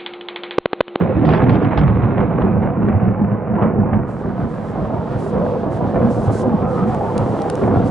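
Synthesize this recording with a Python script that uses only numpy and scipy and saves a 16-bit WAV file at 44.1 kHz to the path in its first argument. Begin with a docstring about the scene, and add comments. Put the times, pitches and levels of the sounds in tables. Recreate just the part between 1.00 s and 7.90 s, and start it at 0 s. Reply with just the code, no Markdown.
"""Thunder rolls on over the rooftops after a clap, heard from under an eave.
First the near parts of the bolt crack and tear. Shock fronts from ever farther parts follow in rolls,
each a boom, a roar and a rattle; the yard throbs, and absorption in the air takes away the edge.
After three seconds a faint hiss of rain becomes audible under the thunder, and near the end
a few drops tick close by."""
import sys
import numpy as np
from scipy import signal
from scipy.fft import rfft, irfft, next_fast_len
from scipy.io import wavfile
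from scipy.ndimage import uniform_filter1d, minimum_filter1d

SR = 44100
rng = np.random.default_rng(int(sys.argv[2]) if len(sys.argv) > 2 else 0)


def inscribe(sig):
    """Save sig as 16-bit PCM at rate SR to the path in sys.argv[1].

    A 1-D sig is mono; a 2-D sig holds one channel per row.
    Samples are clipped to [-1, 1] before scaling.
    """
    pcm = np.round(np.clip(np.atleast_2d(sig).T, -1, 1) * 32767)
    wavfile.write(sys.argv[1], SR, pcm.astype(np.int16))


N = 304334
TIME = np.arange(N) / SR

# Rolls, one for each stretch of the bolt heard side-on.
# Each row: start and hold in seconds, then relative levels of boom, roar and rattle in dB.
SIDE_ON_ROLLS = [(0, 0.0072, -21, -38, -25), (0.152, 0.15, -18, -24.5, -51), (0.272, 0.16, -20.5, -19, -29),
                 (0.411, 0.16, -14.5, -22, -36), (0.603, 0.034, -26, -25.5, -29),
                 (0.705, 0.028, -30, -23, -29.5), (0.768, 0.039, -16.5, -31.5, -30),
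                 (1.013, 0.04, -18, -35, -31.5), (1.175, 0.053, -16, -20, -32),
                 (1.305, 0.083, -20.5, -28, -40), (1.379, 0.1, -23.5, -20.5, -33),
                 (1.532, 0.028, -24.5, -21.5, -50), (1.613, 0.075, -20.5, -24, -34),
                 (1.755, 0.018, -18, -41.5, -51.5), (1.813, 0.12, -17.5, -24.5, -34.5),
                 (1.991, 0.099, -16, -26.5, -35), (2.179, 0.044, -17, -33, -41),
                 (2.305, 0.02, -19, -28, -39), (2.46, 0.13, -23, -39, -47),
                 (2.541, 0.063, -35.5, -22, -31.5), (2.606, 0.053, -22.5, -20, -27.5),
                 (2.758, 0.028, -19, -39.5, -49), (2.916, 0.063, -17, -35, -38.5),
                 (3.234, 0.072, -22, -28, -38), (3.369, 0.082, -20, -28.5, -40.5),
                 (3.74, 0.11, -23, -27, -39), (3.893, 0.094, -24.5, -25.5, -44),
                 (4.101, 0.062, -21.5, -32, -36.5), (4.319, 0.11, -19.5, -21.5, -36.5),
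                 (4.638, 0.045, -26, -25, -46), (4.798, 0.052, -17, -24, -40),
                 (4.939, 0.12, -15.5, -20, -33.5), (5.157, 0.055, -19.5, -24.5, -51),
                 (5.283, 0.022, -18, -22.5, -37), (5.427, 0.038, -25, -18.5, -53),
                 (5.614, 0.013, -15.5, -23, -35.5), (5.742, 0.21, -25, -27, -41),
                 (6.15, 0.073, -17, -23.5, -36), (6.285, 0.004, -15, -21, -49),
                 (6.608, 0.17, -16.5, -19, -34), (6.73, 0.15, -18.5, -26, -47.0)]
# Envelopes of boom, roar and rattle, in that order. Each row: attack and release in seconds.
ROLL_ENVELOPES = [(0.022, 0.042), (.01, 0.037), (0.0096, 0.026)]
# Rumble between the rolls. Each row: time in seconds, relative levels of boom, roar and rattle in dB.
STEADY_RUMBLE = [(0, -20.5, -19, -36.5), (0.4, -19.5, -27, -31.5), (1.1, -17.5, -23.5, -31.5),
                 (1.6, -21, -26, -36), (2.4, -27, -26.5, -37.5), (2.8, -18.5, -22.5, -36),
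                 (3.17, -25.5, -31.5, -38.5), (3.65, -25, -29, -39), (4.5, -23.5, -24.5, -38),
                 (5.75, -21, -22.5, -36), (6.5, -25.5, -21.5, -36), (6.9, -23, -24, -35.5)]
# Recession of the thunder. Each row: time in seconds, share of far sound from 0 to 1.
FAR_SHARE = [(0, 0), (1.2, 0.25), (2.4, 0.31), (3.4, 0.59), (6.9, 0.45)]
# Resonances between the house walls. Each row: frequency in Hz, width in Hz, gain in dB.
YARD_MODES = [(109.2, 30, 3.5), (201.3, 88, 4.5), (245, 97, -1.5), (400.2, 7.6, 7), (494.2, 52, 8.5),
              (657, 170, 1.5)]
# Ringing of the two lowest resonances. Each row: start and hold in seconds, lower and upper level in dB.
YARD_THROBS = [(1.413, 0.021, -17.5, -14), (1.489, .035, -27.5, -17), (1.541, 0.044, -16, -14.5),
               (1.631, 0.049, -23.5, -19.5), (1.759, 0.046, -24, -18.5), (1.831, 0.082, -24, -18),
               (1.932, 0.035, -14, -20), (2.018, 0.11, -20, -19), (2.198, 0.071, -23, -18.5),
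               (2.304, 0.033, -21.5, -16.5), (2.501, 0.044, -22.5, -18), (2.606, 0.062, -25, -16.5),
               (2.76, 0.052, -16.5, -17.5), (2.924, 0.035, -22, -14)]
# Stretches of evenly spaced fronts.
# Each row: start and length in seconds, first pitch, last pitch and width in Hz, level in dB.
PITCHED_SWELLS = [(0, 0.07, 168, 165, 23, -15), (0.03, 0.14, 592, 482.5, 65, -25),
                  (0.176, 0.13, 279.8, 304.7, 36.75, -17.5), (.25, .12, 153, 160.3, 24.86, -14.5),
                  (.37, .21, 128.6, 123.4, 25.2, -14), (0.413, 0.092, 238.6, 267.6, 56.3, -15),
                  (.595, .1, 130.6, 123, 25.2, -17.5), (0.609, .09, 268, 265, 32.2, -19.5),
                  (0.818, .14, 129.4, 111.2, 22.2, -14.5), (.78, .25, 158.7, 193.2, 34.6, -17.5),
                  (.97, .11, 128, 110.7, 25.2, -16), (4.31, 0.33, 502, 495, 45, -25),
                  (4.332, .26, 565, 545, 80, -25), (4.94, .12, 540, 484, 45, -21),
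                  (5.0, 0.13, 214, 240.5, 38, -18.5), (5.39, 0.092, 504, 499, 35, -25),
                  (5.431, 0.14, 249, 210, 32.1, -18.5), (5.67, 0.081, 512, 515.5, 25.8, -22),
                  (5.602, 0.16, 1350, 1342, 35.2, -42), (5.615, 0.16, 1244, 1253, 40, -36.5),
                  (5.74, .12, 1265, 1265, 80, -31.5), (5.892, .06, 1240, 1256, 50, -40),
                  (5.77, .15, 191.2, 234.7, 39.8, -19), (6.002, 0.055, 802, 801, 25.04, -24),
                  (6.026, 0.1, 895, 879, 70.5, -28), (6.385, 0.12, 798, 800, 35.3, -27),
                  (6.689, 0.23, 290.4, 265.6, 61.7, -22)]
# Single heavy fronts. Each row: start in seconds, level in dB, final pitch in Hz.
HEAVY_FRONTS = [(0.155, -14.5, 77.3), (0.226, -16, 79.3), (0.286, -13.5, 67), (0.399, -13.5, 68.4),
                (0.773, -12, 58), (0.872, -11, 69), (0.95, -13.5, 74.8), (1.189, -14, 69.3),
                (1.42, -20.5, 66.2), (2.925, -22.5, 66.2), (3.82, -24, 69.6), (3.97, -22.5, 74.9),
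                (4.955, -21.5, 58), (5.275, -6.5, 106), (5.54, -7.5, 188), (6.767, -10.5, 106)]
# Sharp fronts, dull knocks and close drops. Each row: start in seconds, relative peak level in dB.
SHARP_FRONTS = [(0.2515, -16), (0.2895, -10), (0.3055, -16), (0.336, -8), (0.347, -11.5), (0.4398, -13.5),
                (0.4677, -20.5), (0.4947, -10.5), (0.5445, -15), (0.555, -13.5), (0.6478, -15),
                (0.7175, -18), (0.7757, -10.5), (0.7839, -13.5), (0.8124, -15.5), (0.8339, -15),
                (0.8785, -13.5), (0.8992, -18.5), (1.1801, -17), (1.2046, -14.5), (1.3572, -21),
                (1.419, -13), (1.635, -23), (1.8855, -14.5), (2.622, -13.5), (2.638, -20), (2.932, -14.5),
                (2.943, -16), (4.958, -14.5), (6.638, -15)]
DULL_KNOCKS = [(0.24, -8), (0.311, -5.5), (0.549, -9.5), (0.617, -7), (1.172, -10.5), (3.091, -17.5),
               (3.212, -17), (4.264, -9), (4.464, -7.5), (4.555, -8), (4.568, -14), (4.633, -9),
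               (4.937, -13), (5.109, -8), (5.279, -10.5), (6.022, -11.5), (6.532, -16.5), (6.591, -12.5)]
CLOSE_DROPS = [(5.947, -29.5), (6.179, -21), (6.4195, -24.5), (6.4997, -18), (6.5542, -26)]
# Bursts of tearing and brief swells of bright hiss.
# Each row: start and hold in seconds, relative level in dB.
TEAR_BURSTS = [(.247, 0.027, -45), (.285, 0.042, -44), (.332, 0.05, -46.5), (0.49, 0.07, -49.5),
               (.612, 0.03, -55), (.773, 0.014, -39)]
HISS_SWELLS = [(3.06, 0.16, -67), (3.46, 0.26, -65), (4.17, 0.13, -57.5), (4.69, 0.083, -60.5),
               (5.08, 0.19, -54.5), (5.3, 0.12, -49), (5.66, 0.13, -59), (5.85, 0.83, -60),
               (6.83, 0.053, -57)]
# The background hiss, audible after three seconds. Each row: time in seconds, relative level in dB.
HISS_LEVEL = [(0, -95.5), (2.98, -78), (3.1, -62), (4.1, -53.5), (5.6, -55.5), (6.0, -53), (6.9, -50.5)]
# Spectra of the near and far parts of the bolt and of the other sounds.
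# Each row: frequency in Hz, relative level in dB.
NEAR_SPECTRUM = [(20, -30.5), (40, -20.5), (60, -12), (82, -8), (115, -2.5), (200, -3), (310, -3.5),
                 (480, -18.5), (750, -17), (1300, -31), (2000, -37), (3000, -42.5), (6000, -93)]
FAR_SPECTRUM = [(20, -24), (48, -5.5), (78, -8.5), (105, 1.5), (210, 3), (330, -7.5), (500, -9), (700, -10),
                (1250, -21.5), (1600, -28), (3000, -52), (6000, -100)]
CRACK_SPECTRUM = [(200, -14), (700, 5), (1300, -3), (2000, -9), (2800, -16), (4000, -20), (5500, -32),
                  (7000, -55.5), (9000, -76.5)]
KNOCK_SPECTRUM = [(150, -17), (490, 8.5), (800, -3.5), (1400, -19.5), (3000, -49.5), (6000, -96)]
DROP_SPECTRUM = [(500, 0.5), (1700, -0.5), (2400, 2), (4000, -1), (6500, -2), (9500, -3.5), (12000, -10.5)]
RAIN_SPECTRUM = [(300, 12.5), (2000, 9), (3200, 9), (4500, 2.5), (6500, -4.5), (9500, -8), (11000, -13.5)]
HISS_SPECTRUM = [(1500, -14.5), (4000, -3.5), (7500, -2.5), (11000, -7.5)]
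# Likeness of left and right. Each row: frequency in Hz, coherence from 0 to 1.
COHERENCE = [(60, .98), (120, .98), (250, .94), (520, .92), (1000, .87), (2000, .8), (6000, .56)]
# Phase between the channels. Each row: frequency in Hz, lead of the left in radians.
LEFT_LEAD = [(30, .13), (120, .53), (250, .68), (550, .47), (1200, .2), (2800, .1)]
# Balance of the channels. Each row: time in seconds, left minus right in dB.
BALANCE = [(0, -3), (6.9, -1.3)]


def thunder():
    """Superposition of shock fronts: low ones merge into booms; high ones stay apart and rattle."""
    boom_level, roar_level, rattle_level = roll_level(0), roll_level(1), roll_level(2)
    shudder = register(impulses(980, 2.9, wash=.49), 3.8, 85, span_s=.23) * gain_of(-13)
    boom = register(impulses(700, 2.73, wash=.52), 85, 353, span_s=.054) * gain_of(-1.17)
    # Direct fronts stay sharp above a wash that has come by many paths.
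    direct = impulses(260, 3.1, wash=.14)
    roar_wash = multipath(impulses(900, 2.1, wash=1), depth_db=3.5)
    roar = register(direct + 1.5 * roar_wash, 355.6, 1133, span_s=.053) * gain_of(-1.21)
    rattle_wash = multipath(impulses(700, 3, wash=.6), depth_db=3)
    rattle = register(direct + 1.1 * rattle_wash, 1086, 2500, span_s=.15) * gain_of(-1.43)
    rolls = (shudder + boom) * boom_level + roar * roar_level + rattle * rattle_level
    return rolls + tearing(rattle_level)


def roll_level(band):
    """Incoherent rolls and rumble add in power; the root is the amplitude (0 boom, 1 roar, 2 rattle)."""
    rolls = [(start, hold, levels[band]) for start, hold, *levels in SIDE_ON_ROLLS]
    rumble = gain_of(over_time(STEADY_RUMBLE, column=band + 1))
    return np.hypot(surges(rolls, *ROLL_ENVELOPES[band]), rumble)


def register(fronts, low_hz, high_hz, span_s):
    """Air absorption and resonance between the walls colour one band of the thunder, at unit level."""
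    def heard_with(spectrum):
        def gain_at(hz):
            walls_db = sum(db / (1 + (2 * (hz - mode) / width) ** 2) for mode, width, db in YARD_MODES)
            band_loss = (1 + (low_hz / (hz + 1)) ** 12) * (1 + (hz / high_hz) ** 12)
            return gain_of(over_frequency(spectrum, hz) + walls_db) / np.sqrt(band_loss)
        return filtered(fronts, gain_at)
    far = over_time(FAR_SHARE)
    return steadied((1 - far) * heard_with(NEAR_SPECTRUM) + far * heard_with(FAR_SPECTRUM), span_s)


def multipath(fronts, depth_db):
    """Interference: fronts from many paths cancel and reinforce in drifting patches of frequency."""
    frames = dict(nperseg=2048, noverlap=1536)
    spectrogram = signal.stft(fronts, **frames)[2]
    patches = rng.standard_normal(spectrogram.shape[1:])
    patches = uniform_filter1d(uniform_filter1d(patches, size=4, axis=0), size=7, axis=1)
    return signal.istft(spectrogram * gain_of(depth_db * patches / patches.std()), **frames)[1][:, :N]


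def tearing(rattle_level, loss_db_per_s=7):
    """Near parts of the bolt crackle in bursts and on the rattle; absorption grows with the path."""
    crackle = coloured(impulses(1600, 3, wash=.55), CRACK_SPECTRUM)
    crackle = signal.sosfilt(signal.butter(6, 2400, "high", fs=SR, output="sos"), crackle)
    dulled = signal.sosfilt(signal.butter(12, 4000, fs=SR, output="sos"), crackle)
    edge = rattle_level * gain_of(-19.5 - loss_db_per_s * TIME)
    bursts = surges(TEAR_BURSTS, attack_s=.004, release_s=.016)
    return steadied(dulled, span_s=.075) * edge + steadied(crackle, span_s=.082) * bursts


def blows(rows, spectrum, scatter, decay_s, loss_db_per_s=0, loss_per_db=0, size=8192):
    """Scattering: each crack, knock or drop is one front with a short train of decaying echoes."""
    t, out = np.arange(size) / SR, np.zeros((2, N))
    loudest_db = max(db for _, db in rows)
    for start, peak_db in rows:
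        echoes = rng.standard_normal((2, size)) * np.exp(-t / decay_s)
        echoes *= scatter / np.linalg.norm(echoes[0])
        echoes[0, 0] += 1  # the direct front
        # Loss at 4 kHz, where set: later and weaker fronts have crossed more air.
        loss_db = loss_db_per_s * start + loss_per_db * (loudest_db - peak_db)
        blow = filtered(
            echoes, lambda hz: gain_of(over_frequency(spectrum, hz) - loss_db * (hz / 4000) ** 4))
        add(out, start, gain_of(peak_db) * blow / abs(blow[0]).max())
    return stereo(out)


def thumps(rise_cycles=.87, sag=.26):
    """Damped oscillation: a heavy front swells within about a cycle and sinks in pitch as it dies."""
    t, out = np.arange(SR // 4) / SR, np.zeros((2, N))
    for start, db, hz in HEAVY_FRONTS:
        age = hz * t / rise_cycles
        turns = np.cumsum(hz * (1 + sag * np.exp(-age))) / SR + rng.random()
        add(out[0], start, gain_of(db) * age * np.exp(1 - age) * np.sin(2 * np.pi * turns))
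    return stereo(out)


def swells():
    """Repetition pitch: evenly spaced fronts give a narrow band that glides as their spacing changes."""
    out = np.zeros((2, N))
    for start, length, first_hz, last_hz, width_hz, db in PITCHED_SWELLS:
        count = int(length * SR)
        band = narrow_band(np.geomspace(first_hz, last_hz, count), width_hz, size=SR)
        add(out, start, gain_of(db) * band * signal.windows.tukey(count, .5))
    return stereo(out)


def throbs(width_hz=31):
    """Resonance: the two lowest modes of the yard swell together under a roll and quickly die."""
    out = np.zeros((2, N))
    for mode, (hz, _, _) in enumerate(YARD_MODES[:2]):
        events = [(start, hold, levels[mode]) for start, hold, *levels in YARD_THROBS]
        envelope = surges(events, attack_s=.02, release_s=.034)
        out += envelope * narrow_band(np.full(N, hz), width_hz, size=N)
    return stereo(out)


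def rain(amplitude, spectrum, rustle_db=1.5, rustle_s=.05):
    """Shot noise: thousands of far drops blur into a hiss whose level rustles at random."""
    hiss = steadied(coloured(impulses(5000, 4.9, wash=2.7), spectrum), span_s=.15)
    rustle = smoothed(rng.standard_normal(N), rustle_s)
    return hiss * amplitude * gain_of(2.5 + rustle_db * rustle / rustle.std())


def impulses(per_s, spread_db, wash):
    """A Poisson process: random impulses of uneven size over a wash of countless faint ones."""
    sizes = gain_of(spread_db * np.minimum(rng.exponential(1, (2, N)), 4))
    clicks = sizes * rng.choice([-1, 1], (2, N)) * (rng.random((2, N)) < per_s / SR)
    return stereo(clicks / clicks.std() + wash * rng.standard_normal((2, N)))


def narrow_band(hz, width_hz, size):
    """Random modulation spreads a pitch curve into a band; its phase wanders more than its strength."""
    lowpass = signal.butter(2, width_hz / 2, fs=SR, output="sos")
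    noise = rng.standard_normal((2, size)) + 1j * rng.standard_normal((2, size))
    waver = signal.sosfilt(lowpass, noise)[:, -len(hz):]
    waver /= (abs(waver) ** 2 + .1 * waver.var()) ** .35  # evens out the strength
    band = (waver * np.exp(2j * np.pi * np.cumsum(hz) / SR)).real
    return band / band.std(1, keepdims=True)


def surges(events, attack_s, release_s):
    """Power summation gives the joint amplitude of events that rise, hold and decay exponentially."""
    power = np.zeros(N)
    for start, hold, db in events:
        t = np.arange(0, hold + .4, 1 / SR)
        envelope = np.minimum(t / attack_s, 1) * np.exp(-np.maximum(t - hold, 0) / release_s)
        add(power, start, (gain_of(db) * envelope) ** 2)
    return np.sqrt(power)


def stereo(pair):
    """Partial coherence: a shared and a scattered signal become left and right, the left leading."""
    size = next_fast_len(N + 4096)
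    hz = np.fft.rfftfreq(size, 1 / SR)
    shared, scattered = rfft(pair, size)
    coherence = over_frequency(COHERENCE, hz)
    turn = np.exp(.5j * over_frequency(LEFT_LEAD, hz))
    mid, side = shared * np.sqrt((1 + coherence) / 2), scattered * np.sqrt((1 - coherence) / 2)
    return irfft([(mid + side) * turn, (mid - side) / turn], size)[:, :N]


def filtered(pair, gain_at, size=8192):
    """A minimum-phase filter keeps fronts sharp and puts the ringing behind them."""
    gain = np.maximum(gain_at(abs(np.fft.fftfreq(size, 1 / SR))), 1e-6)
    response = np.exp(np.conj(signal.hilbert(np.log(gain))))
    taps = np.fft.ifft(response).real[:size // 2]
    return signal.oaconvolve(pair, taps[None], axes=1)[:, :pair.shape[1]]


def coloured(pair, spectrum):
    """Linear filtering imposes a tabulated spectrum."""
    return filtered(pair, lambda hz: gain_of(over_frequency(spectrum, hz)))


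def steadied(pair, span_s):
    """Division by the running RMS holds the mean of two channels near unit level."""
    power = smoothed(pair.mean(0) ** 2, span_s)
    return pair / np.sqrt(abs(power) + 1e-20)


def smoothed(x, span_s):
    """Two moving averages remove fast fluctuations."""
    width = int(span_s * SR)
    return uniform_filter1d(uniform_filter1d(x, width), width)


def over_time(rows, column=1):
    """Linear interpolation of one column in time."""
    columns = np.transpose(rows)
    return np.interp(TIME, columns[0], columns[column])


def over_frequency(rows, hz):
    """Linear interpolation in log frequency."""
    row_hz, values = np.transpose(rows)
    return np.interp(np.log(hz + 1), np.log(row_hz + 1), values)


def gain_of(db):
    """Amplitude grows tenfold for every 20 dB."""
    return 10 ** (np.asarray(db) / 20)


def add(mix, start_s, sound):
    """Superposes a sound on the mix from the given time."""
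    part = mix[..., round(start_s * SR):][..., :sound.shape[-1]]
    part += sound[..., :part.shape[-1]]


def scene():
    """Thunder and rain superpose; the storm is a little stronger on the right."""
    cracks = blows(SHARP_FRONTS, CRACK_SPECTRUM, scatter=2.2, decay_s=.0055,
                   loss_db_per_s=5.5, loss_per_db=.9)
    knocks = gain_of(-2.5) * blows(DULL_KNOCKS, KNOCK_SPECTRUM, scatter=1.5, decay_s=.007)
    drops = gain_of(1.5) * blows(CLOSE_DROPS, DROP_SPECTRUM, scatter=1.8, decay_s=.0018)
    peal = thunder() + swells() + throbs() + cracks + knocks + thumps()
    hiss = rain(gain_of(over_time(HISS_LEVEL)), RAIN_SPECTRUM)
    bright_hiss = rain(surges(HISS_SWELLS, attack_s=.03, release_s=.014), HISS_SPECTRUM)
    return (peal + drops + hiss + bright_hiss) * gain_of(np.array([[.5], [-.5]]) * over_time(BALANCE))


def record(dry, limit_db=-1.3, recovery_db_per_s=120, cutoff_hz=10750):
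    """Peak limiting eases down the highest crests and lets go quickly; a low-pass bounds the treble."""
    over_db = np.maximum(20 * np.log10(abs(dry).max(0) + 1e-9) - limit_db, 0)
    recovery_db = recovery_db_per_s * TIME
    held_db = np.maximum.accumulate(over_db + recovery_db) - recovery_db
    ease = signal.windows.hann(301)
    gain_db = signal.oaconvolve(minimum_filter1d(-held_db, len(ease)), ease / ease.sum(), "same")
    lowpass = signal.firwin(511, cutoff_hz, window=("kaiser", 9), fs=SR)
    return signal.oaconvolve(dry * gain_of(gain_db), lowpass[None], "same")


dry = scene()
out = record(dry)
inscribe(out)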